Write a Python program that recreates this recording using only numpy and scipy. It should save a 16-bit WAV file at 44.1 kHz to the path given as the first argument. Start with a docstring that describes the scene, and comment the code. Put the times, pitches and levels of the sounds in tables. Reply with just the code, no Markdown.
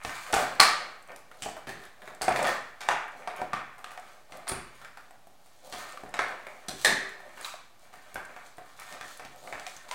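"""A stiff cardboard box on a table, miked close: set down, slid about, stabbed, then picked with fingernails.
Every blow is a few-millisecond crunch that rings the box panels; scissors clack and snip on modes of their own.
Rubbing is a dense train of fibre slips, in which tiny hard snaps stand out; a steady quiet floor lies below.
A bare, lively room answers blows and rubbing with early echoes and a tail that lasts longest in the upper mids.
The one small microphone clips at full scale and passes no top treble; both channels carry the same sound."""
import sys
import numpy as np
from scipy import signal
from scipy.fft import rfft, irfft
from scipy.io import wavfile

SR = 44100
rng = np.random.default_rng(int(sys.argv[2]) if len(sys.argv) > 2 else 0)


def unload_wav(signal):
    """Save mono or channel-first audio to the path in sys.argv[1] as 16-bit WAV at rate SR, clipped to [-1, 1]."""
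    wavfile.write(
        sys.argv[1],
        SR,
        np.round(np.clip(np.atleast_2d(signal).T, -1, 1) * 32767).astype(np.int16),
    )


N = 438354
TAIL = 32768  # samples in one room answer or blow
BURST = TAIL // 32  # samples in one crunch
TOP_HZ = 15800

# All levels in the tables are relative; the functions add an overall level to each kind of sound.
# Steady floor at the microphone. Each row: frequency in Hz, colour in dB.
FLOOR = [(25, -22), (60, -28.5), (100, -25.5), (160, -26), (480, -29.5), (714, -22.5), (1520, -33.5),
         (3430, -36.5), (14800, -45.5), (16000, -45)]
FLOOR_DB = -62.5  # rms re full scale

# Box, hands and blade sliding; some strokes only follow a hard blow as a lingering rasp. Each row: # fastest
# moment in seconds, length in seconds, rasp level in dB, panel drone over rasp in dB, # fibre hiss over rasp in
# dB.
STROKES = [(0.098, 0.44, -39.5, -16, -10), (0.282, 0.38, -45, -20, -8), (0.382, 0.15, -28.5, -1, -11),
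           (0.499, 0.19, -40, -3, -13.5), (0.778, 0.55, -45, -3, -18), (1.097, 0.089, -46.5, 2, -16),
           (1.353, 0.19, -57.5, 5, -12), (1.471, 0.21, -54, -14, -1), (1.815, .25, -47.5, -11, -14),
           (2.063, 0.19, -49.5, 2, -11), (2.333, 0.14, -33, 0, -11), (2.41, .09, -39, 8, -5),
           (2.483, 0.17, -35.5, 8.5, -11.5), (2.644, 0.26, -55.5, 5, -12.5), (2.84, 0.096, -38.5, -11, -18),
           (3.02, 0.23, -39.5, -20, -32), (3.196, 0.23, -48, 1, -12), (3.393, 0.12, -37, -4, -16.5),
           (3.597, 0.23, -37, -13, -43), (4.05, 0.45, -52.5, -2, -9.5), (4.351, 0.11, -46, 2, -10),
           (4.536, .24, -40, -20, -25), (4.754, 0.4, -56.5, -5, -7), (5.019, .24, -67.5, 0, -3),
           (5.4, 0.18, -83, -2, 10), (5.672, 0.079, -54.5, 10, -4), (5.77, 0.35, -46.5, -14, -5),
           (5.877, 0.55, -46, -4, -11.5), (6.266, 0.42, -40.5, -5.5, -17.5), (6.562, 0.62, -55.5, 2, -10),
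           (6.817, 0.15, -43.5, -24, -1), (6.973, 0.46, -42.5, -6.5, -17), (7.24, 0.56, -55, 1, -11.5),
           (7.441, .24, -43.5, -4, -5.5), (7.831, 0.12, -55, -5, -7), (8.056, 0.52, -50.5, -7, -12.5),
           (8.291, 0.42, -48, -5.5, -15), (8.451, 0.087, -47, -4.5, -7), (8.69, 0.43, -54, -12, -11),
           (8.807, 0.1, -44, -1.5, -9), (8.912, 0.24, -45.5, -2, -7), (9.08, 0.25, -53.5, -1, -0.5),
           (9.45, 0.34, -54.5, 6.5, -5), (9.682, 0.95, -51.5, -4, -6.5), (9.924, 0.12, -39.5, -5.5, -9)]
# Hands resting on the paper between strokes. The row: rasp in dB, drone in dB, hiss in dB.
RESTING_DB = (-84, -80.5, -79)
# Share of a stroke's length spent swelling, and how far down it is at both ends.
STROKE_SWELL_SHARE, STROKE_EDGE_DB = 0.55, -18
# Colours of the low panel drone, the mid rasp and the high hiss. Each row: frequency in Hz, level in dB.
DRONE = [(25, -38.5), (90, -24), (200, -12.5), (400, -13.5), (580, -3), (780, -5.5), (1000, -13.5),
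         (1400, -17.5), (4000, -70)]
RASP = [(300, -45), (700, -7.5), (1050, -0.5), (1900, -2.5), (2400, -6), (2900, -10), (4500, -33),
        (12000, -62.5)]
HISS = [(800, -47), (2200, -10), (3200, -0.5), (4300, 2), (5600, -3.5), (9000, -2), (11500, -9.5),
        (16000, -10.5)]
# Fibre snaps, as blows on the box: force over the stroke's hiss and its largest scatter either way, in dB.
SNAP_OVER_HISS_DB, SNAP_SPREAD_DB = 27, 6.5
SNAP_CORNER_HZ, SNAP_WEIGHT_DB, SNAP_ROOM_DB, SNAP_RING_HZ = 14000, -6.5, -0.5, 9900

# Knocks, stabs and picks on the cardboard. Each row: start in seconds, force in dB, hardness as treble
# corner in Hz, weight as extra thud in dB, room over direct in dB, ring of the struck spot in Hz.
BOX_BLOWS = [(.0488, 1, 3120, 7.5, 4, 730), (.3309, 11.5, 2020, -6, 8.5, 790),
             (.3394, 1, 7140, -5, 8.5, 754), (.3641, 10, 900, -2.5, 0.5, 716),
             (.4342, 13.5, 700, -20, -8, 690), (.5975, 24, 1190, -43, 10, 1160),
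             (.6009, 19.5, 5800, -12, 4, 4300), (1.087, -13, 1100, -19, 3, 720),
             (1.1183, -8.5, 1610, -17, 0.5, 710), (1.1611, -22, 15000, -3, 3, 11000),
             (1.3134, -13, 2000, -15, 6, 1370), (1.4215, -7.5, 7500, 0, 9.5, 3080),
             (1.4589, 8, 740, -10.5, 5.5, 700), (1.5673, 11, 453, -38, 6.5, 660),
             (2.2125, 9.5, 900, -15.5, 9.5, 710), (2.2176, -6.5, 9600, -1, 10, 4160),
             (2.2807, 23, 745, -16.5, 4.5, 730), (2.2915, 14, 700, -26, -6, 780),
             (2.323, -7, 4000, -6, -3, 740), (2.3601, 1.5, 3250, -16, 9.5, 1900),
             (2.3923, 15.5, 700, -16.5, 7, 730), (2.4438, 7, 1700, -20, 10.5, 1260),
             (2.4635, 10, 1430, -26, 11.5, 1880), (2.568, 11, 456, -31, -14, 1880),
             (2.8065, -8, 3440, -19, 12.5, 760), (2.8876, 18, 1600, -20.5, 5.5, 867),
             (3.2742, 9, 1180, -23, 5.5, 706), (3.4159, 22, 425, -21, 0, 750),
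             (3.5325, 5.5, 1940, -8, 6.5, 1220), (3.7814, -10.5, 1120, -28, 11.5, 746),
             (3.8428, -3, 2860, -13, 2.5, 1290), (3.9067, -14.5, 1390, -33, 17, 1330),
             (3.9753, -2, 1500, -20, 1.5, 720), (4.3215, -8.5, 2780, -2, 5, 710),
             (4.5188, -7.5, 3940, 19.5, 1, 360), (4.8152, -13.5, 1900, -6, 8.5, 1360),
             (4.8471, -7, 1800, -27, 5, 1330), (4.972, -7.5, 1710, -20, 6.5, 1330),
             (5.108, -7, 800, -22, 3, 720), (5.27, -5, 447, -14, 3, 737), (5.46, -16.5, 800, -13, 4, 764),
             (5.7248, -7.5, 4000, -1, 11, 718), (5.9735, -6.5, 1600, -16, -4, 1300),
             (6.0355, 0, 795, -2.5, 5, 704), (6.1402, 3, 2200, -13, 6, 720),
             (6.1908, 16.5, 1360, -20.5, 5.5, 2130), (7.2028, -6.5, 1000, -20, 2.5, 780),
             (7.3728, -17.5, 2500, -8, 15.5, 1610), (7.4461, -6, 4260, -21, 2, 3800),
             (7.5402, -1, 800, -20, -5, 653), (7.9297, -19, 2000, -7, 15, 713),
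             (8.1432, -19.5, 15000, 13, 2, 12500), (8.1567, 4, 1330, -8.5, 5.5, 1530),
             (8.3632, -2.5, 1120, -19, 6, 2290), (8.5824, -4.5, 1140, -5, 5, 680),
             (8.8196, -9, 1760, -10, 0, 2030), (8.925, -10.5, 4500, -2, 4.5, 1900),
             (9.011, -3.5, 2840, -5, 4, 1320), (9.1957, -4.5, 1720, -10, 6, 680),
             (9.2493, -10.5, 3240, 3.5, 5, 700), (9.4736, -3.5, 2000, -20, 0.5, 714),
             (9.5251, -1, 1600, -11, 10, 2260), (9.597, -12, 5500, -14, 1, 600),
             (9.6661, -5, 4660, -26, 3, 720), (9.7653, -20.5, 8800, 9, 2, 6370),
             (9.8895, -11, 2900, -16, 0, 940), (9.9125, 0, 3620, -26, -0.5, 940)]
# Resonances of the box panels. Each row: frequency in Hz, width in Hz, lift in dB.
BOX_MODES = [(623, 26, 4), (730, 23, 7), (794, 15, 5), (1069, 13, 2.5), (1184, 51, 4), (1395, 11, 1),
             (1826, 27, 4.5), (2306, 16, 5.5), (3440, 23, 7.5), (4200, 140, -2.5), (4937, 23, 1)]
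# Broad colour of the struck box. Each row: frequency in Hz, level in dB.
BOX_COLOUR = [(25, -8), (55, 2.5), (130, 0), (300, -0.5), (480, -3), (720, 0.5), (1100, -0.5), (2250, 1),
              (2900, -1.5), (4200, 1), (6500, 1.5), (8500, 5), (11000, -1), (14500, -6)]

# Scissors picked up, snipped shut and put down. Each row: start in seconds, force in dB, hardness as treble
# corner in Hz, weight as extra thud in dB, room over direct in dB, ring of the struck spot in Hz.
SCISSOR_CLACKS = [(1.6702, -8.5, 2730, 5.5, 10, 1840), (1.6913, -12, 6400, 13, 5.5, 1800),
                  (1.835, -20.5, 3500, -4, 8, 1810), (2.0191, -13.5, 2020, -3, 4.5, 1630),
                  (2.0752, -9.5, 1860, -2, 7, 3770), (4.4689, -7, 1800, -22, 7, 1280),
                  (4.4777, -3.5, 4300, -15, -8, 1400), (4.4845, -18.5, 12000, -8, 17.5, 9300),
                  (4.4946, -2, 5060, 1, -0.5, 9600), (4.5152, 0, 1000, -5, 6.5, 1300),
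                  (6.4674, 0.5, 1230, -20, 3, 2300), (6.6838, -6.5, 8100, 15, 6, 4060),
                  (6.8471, 12.5, 4400, -19, 6.5, 1850), (6.8682, 0.5, 3300, 5.5, 12.5, 1760),
                  (6.8899, 1, 3500, -5, 5, 2070)]
# Resonances of the scissors. Each row: frequency in Hz, width in Hz, lift in dB.
SCISSOR_MODES = [(387.4, 33, 14.3), (620, 28, 4.3), (1708, 21, 6.7), (1980, 20, 4.4), (3550, 100, 5),
                 (3700, 170, 1.3), (4600, 17, 3.7), (7260, 32, 6.3), (9000, 370, 6.2)]
# Broad colour of the scissors. Each row: frequency in Hz, level in dB.
SCISSOR_COLOUR = [(25, -16), (65, -2.5), (110, -8), (200, 0.5), (300, -1), (420, -2.5), (720, 4.5),
                  (1300, -1.5), (2200, 3), (2800, -4.5), (4200, 3.5), (5300, 0.5), (8500, 2.5), (11000, 1),
                  (14500, -5)]

# How a contact loses treble above its corner, and where its thud lies.
CONTACT_FALL_DB_PER_OCTAVE, THUD_HZ, THUD_STEEPNESS = 11.5, 370, 2.8
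# Crackle of the paper face: level at force 0 dB, dB gained per dB of force, pitch it lies above.
PAPER_DB, PAPER_GROWTH, PAPER_HZ = -29.5, 0.27, 8000

# Room decay. Each row: frequency in Hz, time to fall by 60 dB in seconds.
ROOM_T60 = [(100, 0.4), (300, 0.54), (700, 0.46), (1800, 0.67), (4800, 0.51), (12800, 0.29)]
# First echoes from the near walls. Each row: mean delay in seconds, amplitude relative to the whole tail.
ECHOES = [(.0095, 0.25), (0.016, 0.068), (.030, 0.2)]
# Standing waves between table and walls. Each row: frequency in Hz, width in Hz, lift in dB.
ROOM_MODES = [(90.5, 25, -11), (132, 6.2, 8.5), (179, 6.3, 1), (315, 35, -2), (352, 6.2, 3.5),
              (440, 7.4, 10), (940, 25, -1.5), (1486, 24, 2)]
# Colour that the room puts on reflected blows. Each row: frequency in Hz, level in dB.
ROOM_COLOUR = [(1500, 0.5), (4000, -2.5), (9000, -1), (15000, 1.5)]


def undb(db):
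    """Decibels to gain."""
    return 10 ** (np.asarray(db) / 20)


def along(points, f):
    """Read (Hz, value) points on a log-frequency axis."""
    hz, value = np.transpose(points)
    return np.interp(np.log(f + 1), np.log(hz), value)


def bins(size):
    """Frequencies of a spectrum of this many samples."""
    return np.arange(size // 2 + 1) * SR / size


def lift(modes, f):
    """Decibels that a set of resonances adds at each frequency."""
    return sum(db / (1 + (2 * (f - hz) / width) ** 2) for hz, width, db in modes)


def ripple(f, per_octave):
    """Chance peaks and dips of one contact spot, with a spread near 1."""
    knots = 40 * 2 ** (np.arange(10 * per_octave) / per_octave)
    return along(np.c_[knots, rng.standard_normal(len(knots))], f)


def causal(db):
    """Minimum-phase spectrum: it has this gain and rings only after its cause."""
    cepstrum = irfft(np.log(undb(db)))
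    half = len(cepstrum) // 2
    # fold the backward half of time onto the forward half
    cepstrum[1:half] *= 2
    cepstrum[half + 1:] = 0
    return np.exp(rfft(cepstrum))


def unit(x):
    """Scale to rms 1."""
    return x / np.sqrt(np.mean(x ** 2))


def unit_energy(x):
    """Scale each row to a sum of squares of 1."""
    return x / np.sqrt(np.sum(x ** 2, axis=-1, keepdims=True))


def shaped(x, db):
    """Pass a signal through a causal filter and scale it to rms 1."""
    return unit(signal.fftconvolve(x, irfft(causal(db)))[:N])


def add(track, s, sound):
    """Mix a sound in from time s."""
    start = max(int(s * SR), 0)
    part = sound[:max(N - start, 0)]
    track[start:start + len(part)] += part


def background():
    """Quiet room tone and microphone hiss: steady coloured noise."""
    return undb(FLOOR_DB) * shaped(rng.standard_normal(N), along(FLOOR, bins(TAIL)))


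def room_responses(count, build_s=0.0017, sparse_db=7, merge_s=0.03):
    """Room answers for several source spots: near echoes on a tail that decays at its own rate in each band."""
    t, f = np.arange(TAIL) / SR, bins(TAIL)
    # early reflections arrive unevenly and only later merge into a wash
    clumps = np.repeat(rng.standard_normal((count, BURST)), TAIL // BURST, axis=1)
    spread_db = sparse_db * np.exp(-t / merge_s)
    uneven = undb(spread_db * np.clip(clumps, -2, 2))
    # roughly hold the mean power while the clumps even out
    uneven /= np.sqrt(np.cosh(np.log(undb(spread_db)) * 2))
    noise = rfft((rng.standard_normal((count, TAIL)) * uneven).astype(np.float32))
    centres, t60s = np.transpose(ROOM_T60)
    build = 1 - np.exp(-(t / build_s) ** 2)
    tails = 0
    # overlapping bands, one around each frequency of the decay table
    for share, t60 in zip(np.eye(len(centres)), t60s):
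        band = along(np.c_[centres, share], f).astype(np.float32)
        fade = np.exp(-np.log(1000) * t / t60) * build
        tails = tails + irfft(noise * band) * fade.astype(np.float32)
    tails = unit_energy(tails)
    for delay, gain in ECHOES:
        # each source spot hears the wall a little sooner or later
        spots = (delay * SR * (1 + 0.044 * rng.standard_normal(count))).astype(int)
        tails[np.arange(count), spots] += gain
    return unit_energy(tails)


def stroke_levels():
    """Gains of rasp, drone and hiss: every stroke swells to its fastest moment and dies away."""
    t = np.arange(0, N / SR, .002)
    power = undb(RESTING_DB)[:, None] ** 2 + np.zeros(len(t))
    for s, length_s, rasp_db, drone_db, hiss_db in STROKES:
        before = (s - t) / STROKE_SWELL_SHARE
        after = (t - s) / (1 - STROKE_SWELL_SHARE)
        away = np.maximum(before, after) / length_s  # 0 at the fastest moment, 1 at both ends
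        layers_db = rasp_db + np.array([[0], [drone_db], [hiss_db]])
        power += undb(layers_db + STROKE_EDGE_DB * away) ** 2
    return [np.interp(np.arange(N) / SR, t, np.sqrt(p)) for p in power]


def slips(per_s, spread_db, smooth):
    """Fibres catching and letting go: clicks of uneven size over a little smooth friction."""
    caught = rng.random(N) < per_s / SR
    size = undb(spread_db * np.minimum(rng.exponential(size=N), 3))
    clicks = unit(caught * size * rng.choice([-1, 1], N))
    return clicks + smooth * rng.standard_normal(N)


def friction(colour_db, per_s, spread_db, smooth, ripple_db=2.5, jerk_db=7, jerks_per_s=60, count=5):
    """Several contact patches, each with its own ring and its own wavering grip, slide together."""
    f, total = bins(TAIL), 0
    for _ in range(count):
        jerk_count = N // 100  # more than the length needs
        jerk_at = np.arange(N) / SR * jerks_per_s
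        grip = np.interp(jerk_at, np.arange(jerk_count), rng.standard_normal(jerk_count))
        patch_db = colour_db + ripple_db * ripple(f, per_octave=8)
        rough = slips(per_s / count, spread_db, smooth) * undb(jerk_db * np.tanh(grip))
        total = total + shaped(rough, patch_db)
    return unit(total)


def rubbing(drone_db, rasp_db, hiss_db, direct_db):
    """Coarse slips drive the box panels, finer ones rasp and hiss on the paper face; the room answers."""
    f = bins(TAIL)
    rasp, drone, hiss = stroke_levels()
    panels = lift(BOX_MODES, f) + lift(ROOM_MODES, f)
    low = friction(along(DRONE, f) + panels, per_s=63, spread_db=-3, smooth=0.15)
    mid = friction(along(RASP, f) + panels, per_s=140, spread_db=5, smooth=0.21)
    high = friction(along(HISS, f) + panels, per_s=350, spread_db=4.0, smooth=0.28)
    close = drone * undb(drone_db) * low
    close += rasp * undb(rasp_db) * mid
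    close += hiss * undb(hiss_db) * high
    reflected = signal.fftconvolve(close, room_responses(count=1)[0])[:N]
    return undb(direct_db) * close + reflected


def fibre_snaps():
    """Near the fastest moment of each stroke a fibre snaps: a tiny, hard blow on the box."""
    snaps = []
    for s, length_s, rasp_db, _, hiss_db in STROKES:
        when, scatter, place = rng.uniform(-1, 1, 3)
        force_db = rasp_db + hiss_db + SNAP_OVER_HISS_DB + SNAP_SPREAD_DB * scatter
        ring_hz = SNAP_RING_HZ * 2 ** (place / 2)  # up to half an octave either way
        snaps.append((s + when * length_s / 2, force_db, SNAP_CORNER_HZ, SNAP_WEIGHT_DB, SNAP_ROOM_DB, ring_hz))
    return snaps


def crunch(noise, length_s):
    """Nearly colourless spectrum of a contact that gives way in many tiny steps."""
    age = np.arange(len(noise)) / SR / length_s
    spectrum = rfft(noise * np.sqrt(age) * np.exp(-age), TAIL)
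    # flatten the spectrum, then cut the burst back to its own length
    burst = irfft(spectrum / np.abs(spectrum))[:len(noise)]
    return rfft(unit_energy(burst), TAIL)


def contact(f, force_db, corner_hz, weight_db):
    """Decibels of one push: softness costs treble, weight moves the lows, and the paper always crackles."""
    steepness = CONTACT_FALL_DB_PER_OCTAVE / (10 * np.log10(2))
    softness_db = 10 * np.log10(1 + (f / corner_hz) ** steepness)
    thud_db = weight_db / (1 + (f / THUD_HZ) ** THUD_STEEPNESS)
    push = undb(force_db - softness_db + thud_db)
    paper = undb(PAPER_DB + PAPER_GROWTH * force_db) * f / np.hypot(f, PAPER_HZ)
    return 20 * np.log10(np.hypot(push, paper))


def blows(table, colour, modes, contact_s, gain_db, room_db, spot_db, spot_width, ripple_db, spot_in_room):
    """Each blow rings the object with its own hardness and reaches the microphone directly and by the room."""
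    f, track = bins(TAIL), np.zeros(N)
    body_db = along(colour, f) + lift(modes, f) + gain_db
    walls_db = along(ROOM_COLOUR, f) + lift(ROOM_MODES, f) + room_db
    steps = rng.standard_normal((len(table), BURST))
    for row, noise, room in zip(table, steps, room_responses(len(table))):
        s, force_db, corner_hz, weight_db, wet_db, spot_hz = row
        blow_db = body_db + contact(f, force_db, corner_hz, weight_db)
        # the struck place favours one resonance and roughens the rest; the room softens this
        spot = lift([(spot_hz, spot_hz * spot_width, spot_db)], f) + ripple_db * ripple(f, per_octave=14)
        direct = causal(blow_db + spot) * crunch(noise, contact_s)
        reflected = causal(blow_db + spot_in_room * spot + walls_db + wet_db) * rfft(room)
        add(track, s, irfft(direct + reflected)[:-4 * BURST])  # without the very end of the block
    return track


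def box_blows():
    """Knocks, stabs, picks and fibre snaps: short crunches that ring the cardboard panels."""
    return blows(BOX_BLOWS + fibre_snaps(), BOX_COLOUR, BOX_MODES, contact_s=0.0011, gain_db=-3.5,
                 room_db=-2.0, spot_db=11.0, spot_width=0.18, ripple_db=4.0, spot_in_room=0.62)


def scissor_clacks():
    """Scissors handled and snipped: slightly longer crunches that ring the scissors' own modes."""
    return blows(SCISSOR_CLACKS, SCISSOR_COLOUR, SCISSOR_MODES, contact_s=0.0019, gain_db=-3.5,
                 room_db=-1.0, spot_db=9.5, spot_width=0.17, ripple_db=4.0, spot_in_room=0.89)


def scene():
    """Box, scissors and rubbing over the room tone, the same in both channels."""
    mono = background()
    mono += rubbing(drone_db=-2.5, rasp_db=-4.5, hiss_db=1.5, direct_db=-5.0)
    mono += box_blows()
    mono += scissor_clacks()
    return np.array([mono, mono])


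def record(dry):
    """The microphone input sits slightly off zero, clips at full scale and then loses the top."""
    clipped = np.clip(dry + .002, -1, 1)
    lowpass = signal.ellip(10, .2, 80, TOP_HZ, fs=SR, output="sos")
    return signal.sosfilt(lowpass, clipped)


dry = scene()
out = record(dry)
unload_wav(out)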